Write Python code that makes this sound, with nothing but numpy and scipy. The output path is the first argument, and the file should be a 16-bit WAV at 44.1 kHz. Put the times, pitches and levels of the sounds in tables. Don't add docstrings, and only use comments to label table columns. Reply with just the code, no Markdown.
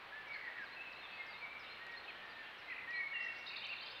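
import sys
import numpy as np
from scipy import signal
from scipy.fft import rfft, irfft
from scipy.io import wavfile
from scipy.ndimage import uniform_filter1d, map_coordinates

SR = 44100
rng = np.random.default_rng(int(sys.argv[2]) if len(sys.argv) > 2 else 0)


def materialize(psi):
    bounded = np.clip(np.atleast_2d(psi).T, -1, 1)
    quanta = np.round(bounded * 32767).astype(np.int16)
    wavfile.write(sys.argv[1], SR, quanta)


N = 176400


def amp(db):
    return 10 ** (np.asarray(db) / 20)


def unit(x):
    return x / np.sqrt(np.mean(x ** 2) + 1e-20)


def curve_at(points, hz):
    point_hz, value = np.transpose(points)
    return np.interp(np.log(hz + 1), np.log(point_hz + 1), value)


def waver(count, rate_hz):
    at = np.arange(count) * rate_hz / SR
    return map_coordinates(rng.standard_normal(1024), [at], order=3, mode="wrap")


def add(mix, start_s, sound, echo_db, direct=1):
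    part = mix[:, max(round(start_s * SR), 0):][:, :len(sound)]
    part += np.outer([direct, amp(echo_db)], sound[:part.shape[1]])


def dull_mic(hz, corner_hz=4590):
    return 1 / np.sqrt(1 + (hz / corner_hz) ** 11)


# frequency_hz, gain_db
WASH_EQ = [(20, -14), (42, -21), (90, -12), (300, -6.5), (500, -3), (850, -0.5), (2000, 1), (2700, -1),
           (3300, -7.5), (4100, -9), (5000, -22), (7500, -40), (10000, -56.5)]

def wash(level_db=-54, patch_db=0.6):
    hz, _, spectrum = signal.stft(rng.standard_normal(N), SR, nperseg=2048)
    patches = uniform_filter1d(rng.standard_normal(spectrum.shape), size=14, axis=0)
    patches = unit(uniform_filter1d(patches, size=10, axis=1))
    spectrum *= amp(curve_at(WASH_EQ, hz)[:, None] + patch_db * patches)
    return amp(level_db) * unit(signal.istft(spectrum, nperseg=2048)[1][:N])


# frequency_hz, gain_db
HISS_EQ = [(20, -17), (8000, -1), (11000, 1.5), (16000, 1)]
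# pitch_hz, level_db, width_hz
HUM_AND_WHINE = [(61.3, -82, 2.5), (121.7, -84.5, 3.6), (7800, -98, 7.2), (7826, -106, 3.3)]

def camera_noise(hiss_db=-82.5):
    hz, t = np.fft.rfftfreq(N, 1 / SR), np.arange(N) / SR
    hiss = irfft(rfft(rng.standard_normal(N)) * amp(curve_at(HISS_EQ, hz)), N)
    out = amp(hiss_db) * unit(hiss)
    for pitch_hz, level_db, width_hz in HUM_AND_WHINE:
        phase = 2 * np.pi * pitch_hz * t + 0.49 * waver(N, 2 * width_hz)
        out += amp(level_db) * unit(np.sin(phase))
    return out


def syrinx(hz, gain, attack_s, release_s, jitter=0.0027, flutter_db=1.55):
    t = np.arange(len(hz)) / SR
    ramps = np.clip(t / attack_s, 0, 1) * np.clip((t[-1] - t) / release_s, 0, 1)
    envelope = np.sin(np.pi / 2 * ramps) ** 2
    cycles = np.cumsum(hz * (1 + jitter * waver(len(t), 149))) / SR
    flutter = amp(flutter_db * waver(len(t), 63.2))
    return np.sqrt(2) * gain * envelope * flutter * np.sin(2 * np.pi * cycles)


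# start_s, length_s, first_hz, held_hz, last_hz, onset_db, echo_send_db
THRUSH_WHISTLES = [ (0.118, 0.1, 1603, 1748, 1750, -54, -11), (0.266, .105, 2337, 2251, 2034, -55, -3.5),
                   (0.422, 0.068, 2085, 1957, 1790, -55.5, -1),
                   (0.576, 0.068, 2098, 1650, 1546, -50.5, -7.5),
                   (0.759, 0.068, 2710, 2574, 2710, -54, -2.5),
                   (0.865, 0.027, 2730, 2587, 2480, -55.5, -1.5), (1.008, .06, 3880, 3590, 3100, -60.5, -2),
                   (1.101, 0.077, 2624, 2583, 2560, -54.5, -3.5),
                   (1.176, 0.048, 2187, 2140, 2105, -53.5, -1), (1.19, 0.11, 1896, 1784, 1785, -60.5, -14),
                   (1.406, 0.054, 2435, 2313, 2100, -53.5, 2), (1.789, 0.18, 1731, 1892, 1800, -58.5, -6.5),
                   (2.074, 0.038, 2630, 2570, 1900, -53.5, -33), (2.144, .11, 1683, 1781, 1920, -62.5, 2.5),
                   (2.335, 0.097, 1850, 1800, 1500, -68, 8), (2.675, 0.064, 2140, 2040, 1750, -51.5, -3),
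                   (2.872, .168, 1782, 1920, 1836, -46, -15), (2.919, 0.1, 2524, 2263, 2264, -52, -10.5),
                   (2.981, 0.1, 2320, 2204, 2200, -47.5, -3.5), (3.134, 0.16, 2890, 2732, 2716, -45, -8),
                   (3.467, 0.02, 3740, 3760, 3830, -52, 1.5), (3.619, 0.047, 2313, 3123, 2270, -52.5, -5),
                   (3.685, .06, 2215, 2786, 2153, -46, -7), (3.818, 0.028, 3090, 3113, 3200, -56.5, -1)]

def thrush_whistles(bend_s=0.036, swell_db=3):
    out = np.zeros((2, N))
    for start_s, length_s, first_hz, held_hz, last_hz, onset_db, echo_db in THRUSH_WHISTLES:
        progress = np.linspace(0, 1, int(length_s * SR))
        bend = abs(2 * progress - 1) ** max(2, length_s / bend_s)
        hz = held_hz + bend * np.where(progress < 0.5, first_hz - held_hz, last_hz - held_hz)
        gain = amp(onset_db + swell_db * progress)
        add(out, start_s, syrinx(hz, gain, attack_s=0.0093, release_s=0.0051), echo_db)
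    return out


# frequency_hz, t60_s
WOOD_DECAY = [(1500, 1.7), (2500, 1.79), (4000, 0.86), (6500, 0.48)]

def tree_echo(send, taps_per_s=2000, near_s=0.0084, edge_s=0.12, edge_db=-13.5):
    t = np.arange(SR) / SR
    taps = rng.standard_normal(SR) * (rng.random(SR) < taps_per_s / SR)
    taps *= 1 + 0.77 * np.exp(-t / near_s)
    hz, delay_s, spectrum = signal.stft(taps, SR, nperseg=256)
    decay = amp(-60 * delay_s / curve_at(WOOD_DECAY, hz)[:, None])
    tail = signal.istft(spectrum * decay, SR, nperseg=256)[1][:SR]
    tail /= np.linalg.norm(tail)
    tail[int(edge_s * SR)] += amp(edge_db)
    return signal.fftconvolve(send, tail)[:N]


# start_s, shelf_hz, shelf_s, level_db, hook_gain_db
CHIFFCHAFF_NOTES = [(0.28, 4680, 0.008, -70, 2), (0.609, 5070, 0.032, -69, 4),
                    (0.921, 4500, 0.0065, -65, 5), (1.263, 4690, 0.06, -65, 3), (1.59, 4980, 0.032, -65, 2),
                    (1.915, 4730, 0.0069, -65.5, 6.5), (2.254, 4760, 0.061, -69, -5),
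                    (2.581, 5040, 0.03, -69, 1.5), (2.903, 4530, 0.005, -64.5, 2),
                    (3.895, 4860, 0.053, -71, -6)]

def chiffchaff(top_hz=6700, dip_hz=3610, hook_hz=4210, dive_s=0.0055, rise_s=0.04, hook_width_s=0.02):
    out, t = np.zeros((2, N)), np.arange(SR // 5) / SR
    for start_s, shelf_hz, shelf_s, level_db, hook_db in CHIFFCHAFF_NOTES:
        hook_at = min(0.048 + 2.5 * shelf_s, 0.127)
        dip_at = max(hook_at - rise_s, shelf_s + dive_s)
        fall = np.sin(np.pi / 2 * np.clip((t - shelf_s) / (dip_at - shelf_s), 0, 1))
        rise = np.sin(np.pi / 2 * np.clip((t - dip_at) / rise_s, 0, 1))
        hz = shelf_hz + (top_hz - shelf_hz) * np.exp(-t / dive_s)
        hz += (dip_hz - shelf_hz) * fall + (hook_hz - dip_hz) * rise
        body = amp(fall) * np.exp(-np.maximum(t - dip_at, 0) / dive_s)
        hook = amp(hook_db) * np.exp(-0.5 * ((t - hook_at) / hook_width_s) ** 2)
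        gain = amp(level_db) * (body + hook) * dull_mic(hz) ** 0.5
        note = syrinx(hz, gain, attack_s=0.0068, release_s=0.011, jitter=0.0074, flutter_db=5)
        add(out, start_s, note, echo_db=-3)
    return out


# start_s, length_s, first_hz, last_hz, level_db
FAR_SLURS = [(0.309, 0.045, 4820, 4190, -62), (0.324, 0.03, 2398, 1833, -49),
             (0.898, 0.13, 2685, 2622, -67.5), (1.07, .09, 3390, 4366, -61.5),
             (1.623, 0.044, 3417, 2654, -54), (2.023, 0.078, 3390, 2995, -58.5),
             (2.421, 0.046, 2994, 2890, -57.5), (3.191, 0.053, 4200, 5960, -58),
             (3.329, 0.068, 4280, 5630, -59.5), (3.489, 0.062, 2750, 2232, -50.5)]

def far_birds():
    out = np.zeros((2, N))
    for start_s, length_s, first_hz, last_hz, level_db in FAR_SLURS:
        hz = np.linspace(first_hz, last_hz, int(length_s * SR))
        gain = amp(level_db) * dull_mic(hz)
        call = syrinx(hz, gain, attack_s=0.0053, release_s=0.0031, jitter=0.0797)
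        add(out, start_s, call, echo_db=0, direct=0)
    return out


# start_s, level_db, centre_hz
TWIG_SNAPS = [(1.867, -57, 4160), (3.668, -63.5, 5560)]

def twig_snaps(decay_s=0.0022, half_width_octaves=0.23):
    out, t, hz = np.zeros((2, N)), np.arange(1024) / SR, np.fft.rfftfreq(1024, 1 / SR)
    for start_s, level_db, centre_hz in TWIG_SNAPS:
        band = 1 / (1 + (np.log2((hz + 1) / centre_hz) / half_width_octaves) ** 2)
        crack = unit(irfft(rfft(rng.standard_normal(len(t))) * band))
        add(out, start_s, amp(level_db) * crack * np.exp(-t / decay_s), echo_db=-14)
    return out


# start_s, length_s, sweeps_per_s, centre_hz, arch_hz, sweep_hz, level_db
THRUSH_TRILLS = [(2.691, .135, 46, 2250, 249.5, 1052, -48.5), (3.127, 0.19, 53, 1866, 81, 328, -46)]

def thrush_trills(gap_gain=0.14):
    out = np.zeros((2, N))
    for start_s, length_s, sweeps_per_s, centre_hz, arch_hz, sweep_hz, level_db in THRUSH_TRILLS:
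        t = np.arange(0, length_s, 1 / SR)
        cycle = t * sweeps_per_s % 1
        hz = centre_hz + arch_hz * np.sin(np.pi * t / length_s) + sweep_hz * (cycle - 0.5)
        gain = amp(level_db) * (gap_gain + np.sin(np.pi * cycle) ** 2)
        add(out, start_s, syrinx(hz, gain, attack_s=0.01, release_s=0.014), echo_db=-10)
    return out


# start_s, first_hz, level_db
CHATTER_CHIPS = [(3.462, 3377, -51), (3.56, 3210, -49), (3.578, 3280, -54), (3.641, 3330, -49.5),
                 (3.727, 3310, -53), (3.804, 3300, -53), (3.861, 3110, -53)]

def small_bird_chips(length_s=0.0128, rise_hz=1200):
    out = np.zeros((2, N))
    for start_s, first_hz, level_db in CHATTER_CHIPS:
        hz = first_hz + np.linspace(0, rise_hz, int(length_s * SR))
        gain = amp(level_db) * dull_mic(hz)
        chip = syrinx(hz, gain, attack_s=0.0016, release_s=0.0034, jitter=0.022)
        add(out, start_s, chip, echo_db=-4)
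    return out


def small_bird_twitter(from_s=3.46, slurs_per_s=190, length_s=0.0128, low_hz=3292, span_hz=1818):
    out = np.zeros((2, N))
    for slot_s in np.arange(from_s, N / SR, 1 / slurs_per_s):
        late, first, last, strength = rng.random(4)
        hz = low_hz + span_hz * np.linspace(first, last, int(length_s * SR))
        gain = amp(-59) * 2 * strength ** 2 * dull_mic(hz)
        slur = syrinx(hz, gain, attack_s=0.0027, release_s=0.0034, jitter=0.029)
        add(out, slot_s + late / slurs_per_s, slur, echo_db=-4)
    return out


def scene():
    buses = thrush_whistles() + chiffchaff() + far_birds() + twig_snaps() + thrush_trills()
    direct, echo_send = buses + small_bird_chips() + small_bird_twitter()
    return (direct + tree_echo(echo_send) + wash())[None]


def record(dry):
    lowpass = signal.firwin(801, 15750, window=("kaiser", 9), fs=SR)
    return signal.oaconvolve(dry + camera_noise(), lowpass[None], "same")


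dry = scene()
out = record(dry)
materialize(out)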